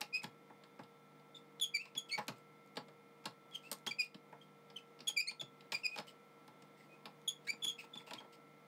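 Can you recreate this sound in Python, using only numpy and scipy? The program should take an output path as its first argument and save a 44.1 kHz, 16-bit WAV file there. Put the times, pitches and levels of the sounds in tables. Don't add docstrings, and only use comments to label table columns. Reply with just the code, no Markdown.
import sys
import numpy as np
from scipy import signal
from scipy.fft import rfft, irfft, next_fast_len
from scipy.io import wavfile
from scipy.ndimage import uniform_filter1d

SR = 44100
rng = np.random.default_rng(int(sys.argv[2]) if len(sys.argv) > 2 else 0)


def to_wav(s):
    ch = np.atleast_2d(s).T
    pcm = np.round(np.clip(ch, -1, 1) * 32767)
    wavfile.write(sys.argv[1], SR, pcm.astype(np.int16))


def gain_from_decibels(decibels):
    exponent = np.asarray(decibels, float) / 20
    return 10 ** exponent


N = 382344

# start in seconds, length in seconds, slip rate at start in Hz, at end in Hz, peak in dB.
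SWELLS = [
    (3.512, 0.045, 3350, 3260, -53),
    (7.48, 0.0291, 2193, 2373, -33.5),
    (1.962, 0.013, 3500, 3450, -44),
    (7.62, 0.036, 3450, 3390, -34.5),
]
EASES = [
    (0.125, 0.046, 2418, 2570, -37),
    (1.737, 0.029, 2421, 2317, -31.5),
    (3.984, 0.036, 2600, 2433, -31.5),
]
HOLDS = [
    (1.611, 0.034, 3563, 3206, -33.5),
    (1.765, 0.008, 2320, 2240, -33),
    (3.546, 0.016, 3320, 3060, -43),
    (5.078, .016, 3333, 3330, -31),
    (5.289, 0.014, 2300, 2440, -38.5),
    (7.665, .014, 3160, 3380, -41),
    (7.678, .016, 3470, 3340, -36.5),
]
JERKS = [(0.168, 0.029, 2496, 2550, -47), (1.345, 0.044, 3630, 3500, -51.5), (1.64, 0.034, 3410, 3210, -41),
         (1.974, 0.028, 3436, 3220, -34.5), (3.884, .02, 3300, 3360, -49.5),
         (4.41, 0.029, 3260, 3190, -59.5), (4.76, 0.025, 3200, 2900, -45), (4.782, .016, 2680, 2480, -56),
         (5.071, 0.012, 3310, 3450, -39), (5.098, 0.022, 3260, 3200, -43.5),
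         (5.262, 0.013, 2600, 2400, -44), (5.303, 0.014, 2400, 2270, -56),
         (5.396, 0.021, 3500, 3400, -43.5), (5.407, 0.02, 3395, 3340, -42.5),
         (7.276, 0.04, 3470, 3250, -33), (7.694, 0.029, 3290, 3325, -41), (7.933, 0.03, 3560, 3360, -51),
         (7.97, 0.03, 3464, 3370, -47), (8.18, 0.025, 3240, 3360, -50.5), (4.014, 0.02, 2700, 2670, -42),
         (7.785, 0.023, 2597, 2650, -49)]
DOUBLES = [
    (2.112, 0.0215, 2156, 2240, -47),
    (5.271, 0.0198, 2063, 2210, -43.5),
    (7.47, 0.0108, 1735, 2130, -53.5),
]
# start in seconds, length in seconds, slip rate at the ends in Hz,
# lowest slip rate in Hz, peak in dB.
BENDS = [
    (5.162, 0.052, 2540, 2326, -29.5),
]
WHISTLES = [
    (1.782, .04, 2350, 2725, -42.5),
    (2.092, 0.023, 2740, 2500, -48.5),
    (3.635, 0.043, 2450, 2730, -56),
    (5.9, 0.056, 2480, 2470, -44.5),
    (6.89, 0.065, 2480, 2520, -65),
]
PRESSES = [
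    (5.733, 0.024, 2545, 2394, -33.5),
    (5.832, 0.0364, 2805, 2420, -32),
    (5.759, .009, 2430, 2400, -46),
]
DRAGS = [
    (2.131, 0.026, 2255, 2240, -39),
    (3.872, 0.013, 3250, 3200, -39),
    (3.909, 0.014, 2400, 2330, -40),
]
# share of length spent rising, start in dB re peak, end in dB re peak,
# octave lift in dB, lift above the octave in dB, roughness factor, beating factor.
SWELL = (1.8, -14, -5, -1.5, 6, 1.3, 0.6)
EASE = (0.5, -20, -1, 1, -2.2, 1.34, 0.35)
HOLD = (2.5, -0.5, -3, 1.5, 2.2, 1, 0.7)
JERK = (0.36, -4, -18, 3.5, 0.6, 1.33, 1.06)
DOUBLE = (1.6, -5.5, -5.5, 21.5, 0, 2, 1)
BEND = (0.3, -19, 0, 0.5, 2.5, 0.6, 1)
WHISTLE = (2.2, -10, -4, -11, 0.1, 2.2, 0)
PRESS = (1, -21, -1.5, 2.5, -1, 1.6, 0.8)
DRAG = (-2, -2, -1, 3, -0.5, 2.06, 0.5)
OVERTONES_DB = ((-3.5, -16), (-9.5, -16))
UPPER_STEP_DB = (-9, -6.0)
FLUTTER_SHARE, BEATING_SHARE = (0.13, 0.31), (0.3, 0.36)
WOBBLE_SHARE = (0.005, 0.013)
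SPRING_SPLIT_HZ, REFERENCE_DB = 2900, -33
BRIGHTENS_DB_PER_DB = (0.71, 0.99)
BEAT_HZ, FIRST_BEAT_S = 110.7, 0.0067
RISE_CURVE = 1.43
SETTLES = 0.847
EASED_FALL, REBOUND_SHARE = 2.44, 0.19

# start in seconds, length in seconds, hiss in dB,
# chatter in Hz, chatter in dB.
SCRAPES = [(0.215, .026, -69, 2200, -60), (1.597, 0.0096, -61, 3630, -38), (1.825, 0.095, -74, 2450, -57),
           (4.022, 0.052, -60, 2500, -56), (6.069, 0.048, -65, 3000, -58), (6.769, 0.1, -75.5, 2040, -69.5),
           (7.6, 0.12, -77.5, 2800, -68), (7.467, 0.034, -58, 1767, -51), (7.781, 0.076, -64, 2530, -52.5),
           (8.064, 0.057, -68, 2660, -59), (8.322, 0.037, -68.5, 3000, -72), (7.445, .022, -72, 3000, -75),
           (5.724, .04, -54, 2500, -59), (3.868, .05, -61, 3250, -60), (4.05, .01, -62, 2660, -70),
           (5.997, .012, -58, 2310, -64), (5.069, 0.048, -53, 2520, -62), (5.765, 0.076, -73, 2400, -66),
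           (3.622, .09, -73, 2600, -75), (2.355, .06, -76, 2400, -80), (2.085, 0.047, -67, 3200, -58),
           (0.79, 0.029, -76, 1700, -64), (8.14, 0.087, -78, 2300, -61), (2.2, .05, -73, 1700, -58),
           (5.875, .085, -74, 2450, -70), (7.995, 0.036, -74, 2200, -59), (3.535, .06, -70, 2900, -63)]
SCRAPE_RISE_SHARE, SCRAPE_START_DB, SCRAPE_END_DB = 0.28, -6.5, -10
# frequency in Hz, density in dB per Hz.
RUB_SPECTRUM = [(1200, -26), (2600, -1), (3300, -8.5), (5000, -3.5), (6000, -15.5), (8500, -7),
                (9600, -24.5), (16000, -16)]

# time in seconds, board peak in dB, thud, ring and tick in dB re board.
BLOWS = [(0.008, -47.5, -10, -17, -5.5), (0.014, -50.5, -18, 7, -17), (0.233, -46.5, -2, -16, -16),
         (0.791, -47, -6.5, -24, -35), (2.177, -43.5, -16, -8.5, -29), (2.184, -43, -17, -19, -23.5),
         (2.2804, -44, -1, -3, -14.5), (2.769, -42.5, -12, -6, -27), (3.255, -43.5, -6.5, -5.5, -17.5),
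         (3.714, -45, -18, -7.5, -4), (3.728, -66, -22, 6, 9), (3.864, -45, -6.5, -5.5, -17),
         (5.72, -44, -14, -0.5, -13), (5.959, -46, -23, -10, -21), (5.986, -44.5, -18.5, -7, -24),
         (6.621, -63, 1, -8, -15), (7.055, -47, -12.5, -10, -46), (7.646, -53, -3, -3, -15),
         (8.108, -45.5, -34, -13, -35), (8.134, -56, -0.5, 4, -9), (8.202, -49, -36, -20, -42),
         (5.976, -48.5, -16, -6, -20), (3.24, -58.5, -10, -13, -25), (2.756, -58, -5, -13, -16)]
BLOW_HZ = 850
# time in seconds, board peak in dB, thud and ring in dB re board, favoured board mode in Hz.
TAPS = [(0.241, -55, -26, 2, 880), (0.499, -53, -8, -37, 830), (0.636, -57.5, -14, -10, 480),
        (0.834, -64, -6, -8, 592), (1.854, -55, -21, -5, 1090), (1.951, -54.5, 1, -4, 855),
        (2.883, -54.5, -10, -19, 487), (4.144, -54.5, 1, -5.5, 550), (4.325, -47.5, -18, -34, 850),
        (4.7, -55, -21, -11.5, 859), (4.99, -60, -12, -7, 474), (5.004, -59.5, 3.5, 3, 460),
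        (5.411, -49, 0.5, -5.5, 570), (5.607, -66, -4, -0.5, 468), (6.478, -53.5, -11, -18, 885),
        (7.954, -52, -6, -7.5, 895), (8.071, -53.5, -29, -13, 880), (1.196, -65, -5, -15, 850),
        (2.286, -48.5, -18, -27, 590), (5.089, -50.5, -30, -13, 850), (5.31, -53.5, -9, -3, 1030),
        (7.529, -53.5, -5, -14, 850), (7.832, -54.5, -16, -20, 870), (8.245, -55, -17, -29, 905),
        (8.082, -58, -27, -25, 880), (8.15, -57, -20, -20, 1000), (2.19, -51, -25, -15, 1130),
        (8.005, -59, -20, -20, 900)]
TAP_TICK_DB, TICK_PER_RING = -20, 0.54
# frequency in Hz, width in Hz, level in dB.
BOARD_MODES = [(261, 14, 0.5), (411.6, 21, 6.5), (592, 100, -0.5), (697, 32, -0.5), (832, 44, -0.5),
               (994, 90, 0), (1090, 24, 2.5)]
GUIDE_MODES = [(1660, 140, -3), (2400, 520, 4.5), (3500, 2080, 3.5), (5340, 1040, 1)]
PIN_MODES = [(7000, 240, 10.5), (8350, 490, 4), (10200, 920, -13), (12100, 1800, -2)]

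# time in seconds, peak in dB, guide ring in dB re peak.
CRACKS = [(0.0148, -42, 6), (0.2314, -50, -4), (0.2423, -47, -4), (1.599, -52, 6), (2.1885, -50, 6),
          (2.2697, -61, -6), (2.2817, -38, 4), (2.3835, -60, -11), (2.662, -66, -10), (2.675, -63, -10),
          (3.2567, -41, 2.5), (3.511, -67, 7), (3.715, -35, -5), (3.7277, -36, -5), (3.786, -57, -10),
          (3.8645, -51, 5), (3.8700, -39.5, 7), (4.0462, -52, -1), (5.7199, -46, 8), (5.981, -53, 3),
          (5.9865, -47, 7), (5.998, -55, -3), (6.07, -59, 0), (6.479, -57.5, -6), (7.2165, -64, -3),
          (7.647, -43, 2), (7.955, -65, 6), (8.109, -57, 10), (8.134, -51, 5), (8.205, -63, 8),
          (8.328, -70, 9)]
SNAP_DECAY_S, GUIDE_DECAY_S = 0.001, 0.0023

# frequency in Hz, level in dB rms.
HUM_LINES = [(150.7, -74), (199.2, -75), (468, -70), (1277, -82.5), (1864, -92), (1339.3, -71.5),
             (2054, -81), (2143, -78.5), (2270, -90), (2412, -86), (3180, -93), (3530, -87.5)]
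# frequency in Hz, density in dB per Hz.
AIR_SPECTRUM = [(53, -84), (90, -15), (139, -11), (284, -3.5), (429, -11.5), (467, -7.5), (499, -7),
                (1140, -12.5), (1380, -19), (1790, -19.5), (2090, -17.5), (2590, -24.5), (3590, -25.5),
                (6030, -33), (8000, -37.5), (9400, -34.5), (11000, -40), (14600, -38), (15300, -32),
                (16000, -33)]
AIR_DB = -61.5

ROOM_T60_S, WALL_CUT_HZ, ROOM_DB = 0.16, 6500, -14.5
DUCK_FROM_DB, DUCK_SHARE, RECOVER_DB_PER_S = -34.5, 0.87, 21.5


def squeaks(fade_s=0.0019, rub_db=-18.0, rub_tail_s=0.01):
    tone, pressure = np.zeros(N), np.zeros(N)
    jitter, flutter = drift(170), [drift(99) for k in range(3)]
    for short, rough, beats, s, slip_hz, *partial_db in strokes():
        at = np.arange(round(s[0] * SR), round(s[-1] * SR))
        t = at / SR
        gate = np.clip(np.minimum(t - s[0], s[-1] - t) / fade_s, 0, 1)
        beat = np.cos(2 * np.pi * BEAT_HZ * (t - s[0] - FIRST_BEAT_S))
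        gate = gate * (1 + beats * BEATING_SHARE[short] * beat)
        rate_hz = np.interp(t, s, slip_hz) * (1 + rough * WOBBLE_SHARE[short] * jitter[at])
        phase = 2 * np.pi * np.cumsum(rate_hz) / SR
        levels = [np.interp(t, s, db) for db in partial_db]
        levels += [levels[2] + UPPER_STEP_DB[short] * k for k in (1, 2, 3)]
        levels[3] = np.maximum(levels[3], levels[1] + 2 * (levels[1] - levels[0]) - 28.0)
        for k, db in enumerate(levels):
            if (k + 1) * slip_hz.max() < 16000:
                strength = np.sqrt(2) * gain_from_decibels(db) * (1 + FLUTTER_SHARE[short] * flutter[k % 3][at])
                tone[at] += gate * strength * np.sin((k + 1) * phase)
        strongest_db = np.maximum(levels[0], levels[1])
        pressure[at] += gate * gain_from_decibels(-42.5 + 0.64 * (strongest_db + 39.0))
    r = np.exp(-1 / (rub_tail_s * SR))
    sliding = signal.lfilter([1 - r], [1, -r], pressure)
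    return tone + gain_from_decibels(rub_db) * sliding * in_bands(rng.standard_normal(N), RUB_SPECTRUM)


def strokes():
    manners = ((SWELLS, SWELL), (EASES, EASE), (HOLDS, HOLD), (JERKS, JERK), (DOUBLES, DOUBLE),
               (BENDS, BEND), (WHISTLES, WHISTLE), (PRESSES, PRESS), (DRAGS, DRAG))
    share = np.linspace(0, 1, num=21)
    for rows, (rise, start_db, end_db, lift_db, third_db, rough, beats) in manners:
        top = np.clip(rise, .05, .95)
        rising = start_db * np.maximum(1 - share / top, 0) ** RISE_CURVE
        falling = end_db * np.maximum(share - top, 0) / (1 - top)
        for s, length, start_hz, end_hz, peak_db in rows:
            db = peak_db + rising + falling
            if rows is BENDS:
                glide = np.sin(np.pi * share)
            elif (rows is EASES or rows is PRESSES) and end_hz < start_hz:
                glide = 1 - (1 - share) ** EASED_FALL - REBOUND_SHARE * share ** 4
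            else:
                glide = share ** SETTLES
            short = int(start_hz > SPRING_SPLIT_HZ)
            second, third = [db + re_db + lift_db + per_db * np.minimum(db - REFERENCE_DB, 0)
                             for re_db, per_db in zip(OVERTONES_DB[short], BRIGHTENS_DB_PER_DB)]
            slip_hz = start_hz + (end_hz - start_hz) * glide
            yield short, rough, beats, s + length * share, slip_hz, db, second, third + third_db


def scrapes():
    hiss, chatter, rough = np.zeros(N), np.zeros(N), drift(220)
    shape_db = np.array([SCRAPE_START_DB, 0, SCRAPE_END_DB])
    for start, length, hiss_db, hz, chatter_db in SCRAPES:
        s = start + length * np.array([0, SCRAPE_RISE_SHARE, 1])
        at = np.arange(round(s[0] * SR), round(s[-1] * SR))
        t = at / SR
        gate = np.clip(np.minimum(t - s[0], s[-1] - t) / 0.0023, 0, 1)
        hiss[at] = gate * gain_from_decibels(np.interp(t, s, hiss_db + shape_db))
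        chatter_gain = gate * gain_from_decibels(np.interp(t, s, chatter_db + 2 * shape_db))
        chatter[at] = chatter_gain * rough[at] * np.sin(2 * np.pi * hz * t)
    grit = rng.standard_normal(N) * gain_from_decibels(1.8 * drift(45))
    return gain_from_decibels(3.5) * hiss * in_bands(grit, RUB_SPECTRUM) + gain_from_decibels(3.5) * chatter


def knocks():
    grains = rng.standard_normal(N) * gain_from_decibels(2.5 * np.minimum(rng.exponential(1, N), 4))
    modes = np.array(BOARD_MODES + GUIDE_MODES + PIN_MODES)
    part = np.repeat([1, 2, 3], [len(BOARD_MODES), len(GUIDE_MODES), len(PIN_MODES)])
    drive, struck = np.zeros((4, N)), np.zeros((len(modes), N))
    hits = [(*row, BLOW_HZ) for row in BLOWS]
    hits += [(s, db, thud, ring, TAP_TICK_DB + TICK_PER_RING * ring, hz) for s, db, thud, ring, hz in TAPS]
    reach_db = 2.0 * rng.standard_normal((len(hits), len(modes)))
    stretch = np.array([[1.7], [1.3], [.6], [.45]])
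    for (s, peak_db, thud_db, ring_db, tick_db, favoured_hz), spot_db in zip(hits, reach_db):
        length_s = np.clip(0.01 + 0.000086 * (peak_db + 45.5), .003, .02) * stretch
        gentle = np.clip((-36 - peak_db) / 14, 0, 1)
        octaves_off = np.abs(np.log2(modes[:, 0] / favoured_hz))
        spot_db = spot_db - gentle * (part == 1) * np.minimum(28.3 * octaves_off, 15.0)
        at = np.arange(round(s * SR), min(round((s + 6 * length_s.max()) * SR), N))
        t = np.maximum(at / SR - s, 0)
        dying = np.exp(-t / length_s) * (1 - np.exp(-t / (0.12 * length_s)))
        contacts = dying * grains[at]
        contacts *= np.sqrt((dying ** 2).sum(axis=1) / (contacts ** 2).sum(axis=1))[:, None]
        part_db = np.array([[thud_db + 4.0], [22.0], [ring_db + 17.0], [tick_db + 17.5]])
        rattle = gain_from_decibels(peak_db + part_db) * contacts
        drive[:, at] += rattle * gain_from_decibels(np.array([[0], [-9.0 * gentle], [0], [0]]))
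        struck[:, at] += gain_from_decibels(spot_db)[:, None] * rattle[part]
    soft = signal.butter(4, 1900, fs=SR, output="sos")
    struck[part == 1] = signal.sosfilt(soft, struck[part == 1] + 1e-18)
    drive[:2] = signal.sosfilt(soft, drive[:2] + 1e-18)
    rung = sum((-1) ** k * gain_from_decibels(db) * resonance(struck[k] + 1e-18, hz, width)
               for k, (hz, width, db) in enumerate(modes))
    between = gain_from_decibels(-17.5) * band(drive[1], 250, 2120) + gain_from_decibels(-9.5) * band(drive[3], 3300, 11800)
    thud = signal.sosfilt(signal.butter(4, 125, "high", fs=SR, output="sos"), band(drive[0], 104, 300))
    return thud + rung + between


def cracks():
    drive, t = np.zeros((2, N)), np.arange(600) / SR
    grit = rng.standard_normal((len(CRACKS), 2, len(t)))
    dying = np.exp(-t / np.array([[SNAP_DECAY_S], [GUIDE_DECAY_S]]))
    for (s, peak_db, ring_db), noise in zip(CRACKS, grit):
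        burst = dying * noise
        burst *= np.sqrt((dying ** 2).sum(axis=1) / (burst ** 2).sum(axis=1))[:, None]
        start = round(s * SR)
        drive[:, start:start + len(t)] += gain_from_decibels(peak_db + np.array([[-1.0], [ring_db - 4.0]])) * burst
    return band(drive[0], 4600, 13000) + band(drive[1], 1400, 5400)


def room(x):
    t = np.arange(SR // 2) / SR
    spray = rng.standard_normal(len(t)) * np.clip((t - .004) / 0.0055, 0, 1)
    low = signal.sosfilt(signal.butter(1, WALL_CUT_HZ, fs=SR, output="sos"), spray)
    high = spray - low
    answer = low * gain_from_decibels(-60 * t / ROOM_T60_S) + high * gain_from_decibels(-60 * t / (0.66 * ROOM_T60_S))
    return signal.fftconvolve(x, gain_from_decibels(3.3) * answer / np.sqrt(np.sum(answer ** 2)))[:N]


def hum():
    t = np.arange(N) / SR
    unsteady = drift(1.34)
    lines = np.zeros(N)
    for k, (hz, db) in enumerate(HUM_LINES):
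        level_db = db + 1.42 * np.roll(unsteady, 9001 * k)
        lines += np.sqrt(2) * gain_from_decibels(level_db) * np.sin(2 * np.pi * hz * t + k)
    air_gain = gain_from_decibels(AIR_DB - 4.5 + .5 * drift(0.24))
    return lines + air_gain * in_bands(rng.standard_normal(N), AIR_SPECTRUM)


def in_bands(white, spectrum):
    size = next_fast_len(N)
    hz = np.maximum(np.arange(size // 2 + 1) * SR / size, 1)
    table = np.array(spectrum)
    gain = gain_from_decibels(np.interp(np.log(hz), np.log(table[:, 0]), table[:, 1], left=-80, right=-80))
    return irfft(rfft(white, size) * gain / np.sqrt(np.mean(gain ** 2)), size)[:N]


def band(x, low_hz, high_hz):
    sos = signal.butter(2, [low_hz, min(high_hz, .45 * SR)], "band", fs=SR, output="sos")
    return signal.sosfilt(sos, x) * np.sqrt(SR / 2 / (high_hz - low_hz))


def resonance(x, hz, width_hz):
    r = np.exp(-np.pi * width_hz / SR)
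    poles = [1, -2 * r * np.cos(2 * np.pi * hz / SR), r * r]
    return signal.lfilter([(1 - r * r) / 2, 0, (r * r - 1) / 2], poles, x)


def drift(rate_hz):
    r = np.exp(-2 * np.pi * rate_hz / SR)
    slow = signal.lfilter([1], [1, -2 * r, r * r], rng.standard_normal(N + SR))[SR:]
    return (slow - slow.mean()) / slow.std()


def scene():
    near = squeaks() + scrapes() + knocks() + cracks()
    return (near + gain_from_decibels(ROOM_DB) * room(near) + hum())[None]


def band_limit(x):
    return signal.sosfilt(signal.butter(12, 16470, fs=SR, output="sos"), x)


def record(dry):
    rounded = .09 * np.tanh(dry / .09)
    x = signal.sosfilt(signal.cheby2(8, 21.0, 106, "high", fs=SR, output="sos"), rounded)
    x = x + gain_from_decibels(-85.0) * rng.standard_normal(N)
    x = signal.sosfilt(signal.cheby2(14, 40, 16050, fs=SR, output="sos"), x)
    level_db = 10 * np.log10(uniform_filter1d(x[0] ** 2, size=221) + 1e-12)
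    ramp_db = RECOVER_DB_PER_S * np.arange(N) / SR
    held_db = np.maximum.accumulate(level_db + ramp_db) - ramp_db
    r = np.exp(-1 / (0.01 * SR))
    duck_db = signal.lfilter([1 - r], [1, -r], -DUCK_SHARE * np.maximum(held_db - DUCK_FROM_DB, 0))
    return band_limit(x * gain_from_decibels(duck_db))


dry = scene()
out = record(dry)
to_wav(out)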